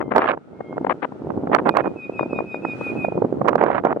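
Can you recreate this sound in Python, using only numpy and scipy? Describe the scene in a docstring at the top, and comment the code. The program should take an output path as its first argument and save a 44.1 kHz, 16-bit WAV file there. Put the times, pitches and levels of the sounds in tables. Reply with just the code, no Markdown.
"""Open desert: a lark gives a few faint long whistles, then a run of clear falling ones that grows louder.
Each note is a nearly pure, trembling tone, and the open ground returns a faint echo.
Gusts rumble on the microphone and break into dull bumps and crackling flutter, now left, now right,
over a faint background hiss. The strongest bumps overload the recorder."""
import sys
import numpy as np
from scipy import signal
from scipy.fft import rfft, irfft
from scipy.io import wavfile

SR = 44100
rng = np.random.default_rng(int(sys.argv[2]) if len(sys.argv) > 2 else 0)


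def pcm_store(signal):
    """Save signal as 16-bit PCM."""
    levels = np.round(np.clip(np.atleast_2d(signal), -1, 1) * 32767)
    wavfile.write(sys.argv[1], SR, levels.astype(np.int16).T)


N = 176400
TIME = np.arange(N) / SR
PUFF_LEAD_RAD = 1.4  # phase lead of a puff on its louder side


def lark(song_db=-4.5, end_hz=2459):
    """The song: long opening whistles, then a run of short ones that all fall to the same pitch."""
    # Falling whistles. Each row: start and length in seconds, level in dB relative to song_db,
    # starting pitch in Hz, reediness in dB.
    notes = [(1.635, .115, -42, 2640, 0), (1.8, .1, -42, 2570, 0), (1.953, .13, -31.5, 2635, 0),
             (2.116, .137, -31, 2665, 2), (2.283, .134, -29.5, 2660, 1), (2.448, .136, -31, 2615, 3),
             (2.614, .136, -27.5, 2655, 1), (2.786, .137, -25, 2605, -6), (2.953, .126, -25, 2640, -6)]
    # Partials of the voice; the throat favours the second, which is the pitch heard.
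    # Each row: harmonic number, level in dB, share of the reediness.
    partials = [(2, -2, 0), (3, -29, 1), (4, -39.5, 1), (6, -46.5, .5), (8, -51.5, -1), (10, -48.5, -.3),
                (11, -48.5, .8)]
    # Opening whistles. Each row: start and length in seconds, level in dB, first and last pitch in Hz.
    long_notes = [(-.2, 0.37, -61, 2100, 2090), (.52, .25, -56, 2168, 2142), (.785, .14, -60, 2135, 2120)]
    # Their plainer tone. Each row: harmonic number, level in dB, share of the reediness.
    long_partials = [(2, 4.5, 0), (3, -9, 0)]
    song = np.zeros(N)
    for start, length, db, from_hz, reedy_db in notes:
        add(song, start, whistle(length, song_db + db, from_hz, end_hz, partials, reedy_db))
    for start, length, db, from_hz, to_hz in long_notes:
        add(song, start, whistle(length, db, from_hz, to_hz, long_partials))
    return song


def whistle(length, db, from_hz, to_hz, partials, reedy_db=0, tremble_s=.008, fade_s=.02):
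    """A nearly pure, slightly trembling note that swells as its pitch falls and flattens out."""
    t = np.arange(0, length, 1 / SR)
    progress = t / length
    glide_hz = to_hz + (from_hz - to_hz) * (1 - progress) ** 2.4
    hz = glide_hz * (1 + .0026 * drift(t, tremble_s))
    cycles = np.cumsum(hz / 2) / SR  # the fundamental lies an octave below the pitch heard
    odd_db = -200 * (progress - .69) ** 2  # odd overtones flash up late in the note
    tone = 0
    for k, partial_db, share in partials:
        flicker_db = (k > 2) * drift(t, step_s=.038)
        level_db = partial_db + share * reedy_db + k % 2 * odd_db + flicker_db
        tone = tone + amp(level_db) * np.sin(2 * np.pi * k * cycles)
    fades = np.minimum(t / fade_s, 1) * np.minimum((length - t) / fade_s, 1)
    swell_db = -19 * (progress / .74 - 1) ** 2  # crests about three quarters through
    tremble_db = 1.1 * drift(t, tremble_s)
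    return unit(tone) * fades * amp(db + swell_db + tremble_db)


def ground_echo(song, t60_s=.44, delay_s=.012, left_right_db=(-15, -7.5)):
    """The thin echo that ground and bushes scatter back."""
    t = TIME[:SR]
    tail = rng.standard_normal((2, SR)) * amp(-60 * t / t60_s) * (t > delay_s)
    tail = unit(tail) / np.sqrt(SR) * amp(left_right_db)[:, None]
    return signal.fftconvolve(song[None], tail, axes=1)[:, :N]


def bumps(scatter_s=.003, ring_s=.0025):
    """Each bump is one puff on the microphone that rings briefly, with weaker ones scattered around it."""
    # Each row: time in seconds, peak in dB, left minus right in dB, centre in Hz.
    hits = [(0.014, -8.5, 7, 840), (0.121, -4.0, 10, 960), (0.162, 1.5, -7, 890), (0.171, -3.5, -7, 640),
            (0.182, 3.5, -1, 1040), (0.22, -5.0, 3, 1300), (0.234, -9.0, -4, 920), (0.244, -6.0, -7, 940),
            (0.279, -6.5, -10, 1250), (0.29, -3.5, -9, 1150), (0.298, -5.0, -7, 940),
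            (0.31, -3.5, -7, 1070), (0.376, -15.5, -4, 670), (0.609, -15.0, 6, 600),
            (0.729, -15.0, -8, 590), (0.77, -16.5, -1, 610), (0.781, -9.0, -8, 680), (0.848, -5.0, 9, 720),
            (0.869, -6.0, 8, 790), (0.897, -3.5, 11, 1000), (0.911, -7.0, 11, 1030), (1.052, -9.0, 9, 840),
            (1.123, -18.0, 6, 540), (1.305, -9.5, -11, 580), (1.377, -10.0, -8, 400),
            (1.474, -10.0, -4, 700), (1.498, -9.5, -6, 480), (1.518, -5.5, -8, 680), (1.533, -3.5, 3, 1100),
            (1.549, 5, -10, 1160), (1.564, -4.5, -10, 890), (1.587, -6.5, 11, 1080),
            (1.601, -9.5, -12, 750), (1.66, -3.5, -8, 650), (1.672, -3.5, -8, 640), (1.693, 0.5, -10, 870),
            (1.741, -10.5, -6, 630), (1.771, 4, -10, 1060), (1.785, -7.5, -9, 980),
            (1.799, -6.5, -11, 1060), (1.859, -5.5, -9, 770), (2.098, -11.0, -5, 450),
            (2.196, -6.5, 8, 890), (2.211, -7.0, 8, 530), (2.232, -7.5, 5, 500), (2.332, -8.0, -9, 570),
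            (2.39, -7.0, 3, 650), (2.407, -8.0, 6, 590), (2.545, -12.0, 8, 810), (2.652, -3.5, -9, 780),
            (2.813, -10.5, 6, 600), (2.961, -13.0, -6, 430), (3.049, -3.5, -10, 690),
            (3.086, -7.0, -8, 520), (3.124, -11.0, -8, 430), (3.156, -11.0, -6, 300),
            (3.178, -7.5, -8, 420), (3.223, -4.0, -11, 460), (3.249, -4.0, -11, 460),
            (3.327, -3.5, -12, 460), (3.417, -3.5, -12, 520), (3.457, -7.5, -11, 620),
            (3.486, 2.5, -13, 1040), (3.532, -3.5, -10, 820), (3.557, 2, -11, 710), (3.615, -3.5, -11, 850),
            (3.627, -4.5, -10, 670), (3.639, 1.5, -9, 700), (3.665, -4.0, -12, 980), (3.703, -3.5, -7, 710),
            (3.852, 2, -5, 700), (3.871, -4.5, -6, 710), (3.917, -8.0, -4, 650), (3.928, -9.0, -5, 860),
            (3.964, -9.5, 8, 540), (3.972, -9.5, -6, 580)]
    out = np.zeros((2, N))
    t = np.arange(-2048, 2048) / SR
    impulse = signal.hilbert(1. 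* (t == 0))  # analytic, so its phase can be turned
    for at, db, pan_db, centre_hz in hits:
        shared, own = rng.standard_normal(len(t)), rng.standard_normal((2, len(t)))
        scatter = (shared + own / 2) * np.exp(-(t / scatter_s) ** 2)
        rotation = np.exp(2j * np.pi * rng.random())
        push = windscreen((impulse * rotation).real, centre_hz)
        ring = unit((rotation * np.exp(2j * np.pi * centre_hz * t - (t / ring_s) ** 2)).real)
        puff = unit(push + .45 * ring + 1.1 * windscreen(scatter, centre_hz))
        puff = panned(puff, pan_db, PUFF_LEAD_RAD)
        add(out, at + t[0], puff / abs(puff).max() * amp(db))
    return out


def flutter(edge_s=.004, sputter_db=4):
    """A strong eddy breaks into a quick, sputtering train of puffs."""
    # Each row: start and length in seconds, level in dB, left minus right in dB, centre in Hz.
    bursts = [(0.002, 0.03, -27, 29, 850), (0.107, 0.035, -24, 13, 830), (0.148, 0.048, -15.5, -7.5, 780),
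              (0.195, 0.069, -21.5, 0.5, 1030), (0.271, 0.048, -21.5, -12.5, 1210),
              (0.312, 0.038, -26, -7, 820), (0.896, 0.032, -19, 13, 1004), (1.021, 0.03, -22.5, 15, 1063),
              (1.523, 0.049, -19, -20, 930), (1.585, 0.014, -22, 2, 880), (1.655, 0.044, -16.5, -11, 810),
              (1.75, 0.067, -19, -15.5, 880), (1.839, 0.041, -22.5, -15, 740),
              (3.445, 0.11, -22.5, -14, 610), (3.475, 0.024, -16, -20, 950), (3.58, 0.12, -20.5, -13, 800),
              (3.705, 0.095, -21.5, -11, 940), (3.837, 0.09, -22.5, -11, 742)]
    out = np.zeros((2, N))
    t = np.arange(-1024, 5120) / SR
    for start, length, db, pan_db, centre_hz in bursts:
        gate = np.clip(np.minimum(t, length - t) / edge_s + .5, 0, 1)
        sputter = amp(sputter_db * drift(t - t[0], step_s=.005))
        train = gate * sputter * eddies(len(t), per_s=900, spread_db=2.5, shared=.78)
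        burst = windscreen(train, centre_hz) * np.sqrt(length * SR / len(t))  # rms near 1 inside the gate
        add(out, start + t[0], panned(burst, pan_db, PUFF_LEAD_RAD) * amp(db))
    return out


def windscreen(pushes, centre_hz, cutoff_hz=4300):
    """Muffles pushes of air into dull puffs."""
    # Tone of one puff. Each row: frequency as a multiple of the centre, level in dB.
    puff_spectrum = [(.03, -56.5), (.1, -50), (.25, 0), (.6, 5.5), (1.2, 2), (2.0, -7), (3.2, -24.5),
                     (4.6, -40), (8.0, -69.5)]
    size = pushes.shape[-1]
    hz = np.fft.rfftfreq(size, 1 / SR)
    muffled = irfft(rfft(pushes) / np.sqrt(1 + (hz / cutoff_hz) ** 8), size)
    return unit(colour(muffled, puff_spectrum, centre_hz))


def wind_rumble(deep_db=-13):
    """Eddies make a lumpy rumble over a deep, centred swell; both ride the gusts."""
    # Each row: time in seconds, rumble level in dB.
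    gusts = [(0.03, -29.5), (0.25, -33), (0.36, -39.5), (0.42, -52), (0.55, -37), (0.68, -39),
             (0.78, -28.5), (0.95, -34.5), (1.0, -41.5), (1.18, -40), (1.24, -27.5), (1.93, -29),
             (2.02, -43), (2.2, -32), (2.36, -27), (2.48, -39), (2.72, -31), (2.88, -33), (3.0, -21),
             (3.1, -32), (3.18, -24), (3.29, -30), (3.39, -24.5), (3.99, -31)]
    # Tone of the rumble and of the swell. Each row: frequency in Hz, level in dB.
    rumble_spectrum = [(20, -58.5), (90, -20.5), (160, 0.5), (330, 5.5), (550, -2), (900, -11.5),
                       (1400, -30), (4000, -72.5)]
    deep_spectrum = [(20, -40.5), (90, 4.5), (150, 8.5), (300, -7), (900, -58.5)]
    rumble = unit(colour(eddies(N, per_s=300, spread_db=5.5, shared=.54), rumble_spectrum))
    deep = unit(colour(rng.standard_normal(N), deep_spectrum))
    return (panned(rumble, pan_db=-1) + deep * amp(deep_db)) * fader(gusts)


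def background_hiss():
    """A faint background hiss with a breathy band near 1350 Hz; it swells under the loudest whistles."""
    # Tone of the hiss. Each row: frequency in Hz, level in dB.
    spectrum = [(40, -24.5), (200, 15), (1000, -9.5), (1350, 2), (1650, -9.5), (5000, -27.5), (9000, -34.5),
                (17000, -60.5)]
    # Each row: time in seconds, hiss level in dB.
    levels = [(.3, -53.5), (.8, -47), (2.6, -44.5), (2.85, -33.5), (3.1, -43.5), (3.5, -48), (4, -50.5)]
    return unit(colour(rng.standard_normal((2, N)), spectrum)) * fader(levels)


def eddies(size, per_s, spread_db, shared):
    """Random pushes of air of uneven strength, partly shared by the two channels."""
    sign, strength, chance = np.random.default_rng(rng.integers(2 ** 31)).random((3, 3, size))
    strength_db = -spread_db * np.log(np.maximum(strength, .03))
    push = np.sign(sign - .5) * amp(strength_db) * (chance < per_s / SR)
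    return np.sqrt(shared) * push[0] + np.sqrt(1 - shared) * push[1:]


def panned(x, pan_db, lead_rad=0, shared_below_hz=300):
    """Puts a sound to one side, which leads in phase; long pressure waves reach both channels alike."""
    hz = np.fft.rfftfreq(x.shape[-1], 1 / SR)
    apart = hz ** 2 / (hz ** 2 + shared_below_hz ** 2) * np.array([[1], [-1]]) / 2
    gain = amp(pan_db * apart)
    gain /= np.sqrt(np.mean(gain ** 2, axis=0))
    lead = np.exp(1j * lead_rad * np.sign(pan_db) * apart)
    return irfft(rfft(x) * gain * lead, x.shape[-1])


def colour(x, spectrum, scale=1):
    """Filters by a spectrum whose frequencies are multiplied by scale."""
    freqs, db = np.transpose(spectrum)
    hz = np.fft.rfftfreq(x.shape[-1], 1 / SR)
    gain = amp(np.interp(np.log(hz + 1), np.log(freqs * scale), db))
    return irfft(rfft(x) * gain, x.shape[-1])


def drift(t, step_s):
    """A wander that slides to a new random value every step."""
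    values = rng.standard_normal(200)
    return np.interp(t / step_s, np.arange(len(values)), values)


def fader(points):
    """A gain ride through points of seconds and dB."""
    return amp(np.interp(TIME, *np.transpose(points)))


def amp(db):
    """Decibels to gain."""
    return 10 ** (np.asarray(db) / 20)


def unit(x):
    """Scales each channel to an rms of 1."""
    return x / np.sqrt(np.mean(x ** 2, axis=-1, keepdims=True) + 1e-20)


def add(mix, start_s, sound):
    """Mixes a sound in at a time, trimming what overhangs."""
    at = round(start_s * SR)
    sound = sound[..., max(-at, 0):]
    part = mix[..., max(at, 0):][..., :sound.shape[-1]]
    part += sound[..., :part.shape[-1]]


def scene():
    """The bird and its echo, the wind buffeting the microphone, and the hiss behind them."""
    song = lark()
    return song + ground_echo(song) + wind_rumble() + background_hiss() + bumps() + flutter()


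def record(dry):
    """The hardest bumps clip at full scale, then the top treble is cut."""
    clipped = np.clip(dry, -1, 1)
    band_limit = signal.firwin(255, cutoff=15700, window=("kaiser", 8), fs=SR)
    return signal.oaconvolve(clipped, band_limit[None], "same", axes=1)


dry = scene()
out = record(dry)
pcm_store(out)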